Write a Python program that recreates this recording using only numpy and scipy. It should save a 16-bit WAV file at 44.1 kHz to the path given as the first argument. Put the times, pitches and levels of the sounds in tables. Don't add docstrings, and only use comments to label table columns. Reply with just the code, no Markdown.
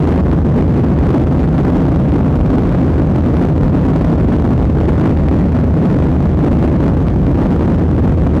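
import sys
import numpy as np
from scipy import signal
from scipy.fft import rfft, irfft
from scipy.io import wavfile

SR = 44100
rng = np.random.default_rng(int(sys.argv[2]) if len(sys.argv) > 2 else 0)


def master(y):
    cut = np.clip(np.atleast_2d(y).T, -1, 1)
    pcm = np.round(cut * 32767)
    wavfile.write(sys.argv[1], SR, pcm.astype(np.int16))


N = 370435
TIME_S = np.arange(N) / SR


def gain_of(db):
    return 10 ** (np.asarray(db) / 20)


def level(curve):
    return gain_of(np.interp(TIME_S, *np.transpose(curve)))


def unit_rms(x):
    return x / np.sqrt(np.mean(x ** 2) + 1e-20)


def coloured(shape):
    white = rfft(rng.standard_normal(N))
    return unit_rms(irfft(white * shape(np.fft.rfftfreq(N, 1 / SR)), N))


def noise(spectrum):
    hz, db = np.transpose(spectrum)
    return coloured(lambda f: gain_of(np.interp(np.log(f + 1), np.log(hz + 1), db)))


def drift(rate_hz):
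    return coloured(lambda f: np.exp(-(f / rate_hz) ** 2) * (f > 0))


def steadied(x, smooth_s=.07):
    power = signal.fftconvolve(x ** 2, signal.windows.hann(int(2 * smooth_s * SR)), "same")
    return unit_rms(x / np.sqrt(power))


# frequency in Hz, relative noise density in dB.
HISS_SPECTRUM = [(100, 2.5), (3000, 5.5), (5400, -3.5), (6100, 6.5), (6800, -3.5), (9000, -8.5),
                 (11200, -11), (12000, 2.5), (12800, -11.5), (15500, -14)]

def faint_hiss(level_db=-63, depth_db=2):
    return gain_of(level_db + depth_db * drift(rate_hz=30)) * noise(HISS_SPECTRUM)


# start in seconds, level in dB.
OVERLOAD_TICKS = [(0.315, -8), (1.393, -12), (1.581, -8), (2.121, -9), (3.209, -14.5), (3.369, -8),
                  (3.438, -12), (5.173, -10), (5.286, -7), (5.857, -11), (7.084, -7), (7.266, -11)]

def ticks(wave, rise_s=.00014, fall_s=.00074):
    out = np.zeros(N)
    for start_s, db in OVERLOAD_TICKS:
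        age_s = np.maximum(TIME_S - start_s, 0)
        pulse = np.minimum(age_s / rise_s, 1) * np.exp(-age_s / fall_s)
        out -= np.sign(wave[int(start_s * SR)]) * gain_of(db) * pulse
    return out


# frequency in Hz, level in dB.
BLADE_WHINES = [(1125, -46), (1430, -57)]
# time in seconds, hum level in dB.
HUM_LEVELS = [(0.25, -14), (0.62, -23.5), (1.4, -17.5), (2.2, -21), (2.65, -24), (3.1, -16), (3.5, -21),
              (4.1, -22), (4.75, -16), (5.1, -17.5), (5.45, -15), (5.95, -19), (6.4, -15), (6.9, -19.5),
              (7.15, -25), (7.6, -19.5), (8.2, -17)]

def fan(shaft_hz=78.8, wander=.0006):
    speed = 1 + wander * drift(rate_hz=2)
    phase_per_hz = 2 * np.pi * np.cumsum(speed) / SR
    hum = level(HUM_LEVELS) * unit_rms(np.sin(shaft_hz * phase_per_hz))
    whines = sum(gain_of(db) * unit_rms(np.sin(hz * phase_per_hz)) for hz, db in BLADE_WHINES)
    return hum + whines


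# time of the peak in seconds, level in dB.
AIR_BUFFETS = [(2.35, -17), (2.6, -18.5), (3.42, -17), (4.6, -16.5), (5.9, -18), (7.26, -16.5)]

def buffets(centre_hz=49.5, width_hz=7, width_s=.076):
    shaking = steadied(coloured(lambda f: np.exp(-((f - centre_hz) / width_hz) ** 2)))
    swells = sum(gain_of(db) * np.exp(-((TIME_S - peak_s) / width_s) ** 2) for peak_s, db in AIR_BUFFETS)
    return shaking * swells


# resonance in Hz, half width in Hz, relative level in dB.
CABIN_RESONANCES = [(139.2, 10.2, -3.5), (167.4, 12.9, 1), (259.3, 10.45, -2.5)]
# time in seconds, boom level in dB.
BOOM_LEVELS = [(0, -14.5), (0.5, -14.5), (0.95, -17), (1.6, -12.5), (2.0, -17), (2.75, -15.5), (3.3, -18),
               (3.6, -12.5), (4.55, -19.5), (5.1, -15.5), (5.5, -18), (6.15, -13), (7.15, -16.5),
               (7.45, -16.5), (8.4, -18.5)]

def boom():
    def response(f):
        return sum(gain_of(db) / (1 + ((f - hz) / width_hz) ** 2) for hz, width_hz, db in CABIN_RESONANCES)
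    return level(BOOM_LEVELS) * steadied(coloured(response))


# frequency in Hz, relative noise density in dB.
ROAR_SPECTRUM = [(10, -7.5), (25, -1.5), (50, 0.5), (68, 0), (105, -3), (140, -1.5), (215, -4), (310, -4.5),
                 (420, -15.5), (700, -28), (1500, -36), (4000, -58.5), (15000, -81.5)]
# time in seconds, gain of the roar's upper band in dB.
RUSH_GAINS = [(0.1, 1.5), (0.95, -1.5), (1.15, 1.5), (1.9, 0.5), (2.3, -1), (2.9, 1), (3.4, 0), (3.75, -.5),
              (4.25, 1.5), (4.6, -0.5), (5.05, 1), (5.45, -1), (5.75, 0.5), (6.15, 0), (6.62, 1),
              (7.28, -1.5), (7.6, .5), (8.3, 1)]

def roar(level_db=-10.5, split_hz=190, throb_db=1.5):
    air = noise(ROAR_SPECTRUM)
    depths = signal.sosfiltfilt(signal.butter(4, split_hz, fs=SR, output="sos"), air)
    rush = air - depths
    throb = gain_of(throb_db * np.tanh(drift(rate_hz=6)))
    even_depths = depths.std() * steadied(depths)
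    throbbing_rush = throb * level(RUSH_GAINS) * rush.std() * steadied(rush)
    return gain_of(level_db) * (even_depths + throbbing_rush)


def bass_filter(x, shelf_hz=120, cut_hz=44.74):
    lifted = x + signal.lfilter(*signal.butter(1, shelf_hz, fs=SR), x)
    return signal.sosfilt(signal.butter(6, cut_hz, "high", fs=SR, output="sos"), lifted)


def limiter(x, ceiling=.49, release_db_per_s=1500):
    crossings = np.diff(x > 0)
    starts = np.r_[0, np.flatnonzero(crossings) + 1]
    peaks = np.maximum.reduceat(abs(x), starts)
    over_db = 20 * np.log10(np.maximum(peaks / ceiling, 1))
    recovery_db = release_db_per_s * starts / SR
    cut_db = np.maximum.accumulate(over_db + recovery_db) - recovery_db
    half_wave_index = np.r_[0, np.cumsum(crossings)]
    return x / gain_of(cut_db)[half_wave_index]


def scene():
    flutter = gain_of(db=.56 * drift(rate_hz=30.7))
    return (flutter * (roar() + boom()) + buffets() + fan())[None]


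def record(dry):
    rail, drive = gain_of(db=-13.3), gain_of(db=7.9)
    low_edge_hz, high_edge_hz = 33, 15750
    clipped = np.clip(dry[0], -rail, rail)
    held = limiter(drive * bass_filter(clipped))
    out = (held + faint_hiss() + ticks(held)) * signal.windows.tukey(N, .001)
    out = signal.sosfiltfilt(signal.butter(4, low_edge_hz, "high", fs=SR, output="sos"), out)
    low_pass = signal.firwin(511, high_edge_hz, window=("kaiser", 9), fs=SR)
    return signal.oaconvolve(out, low_pass, "same")[None]


dry = scene()
out = record(dry)
master(out)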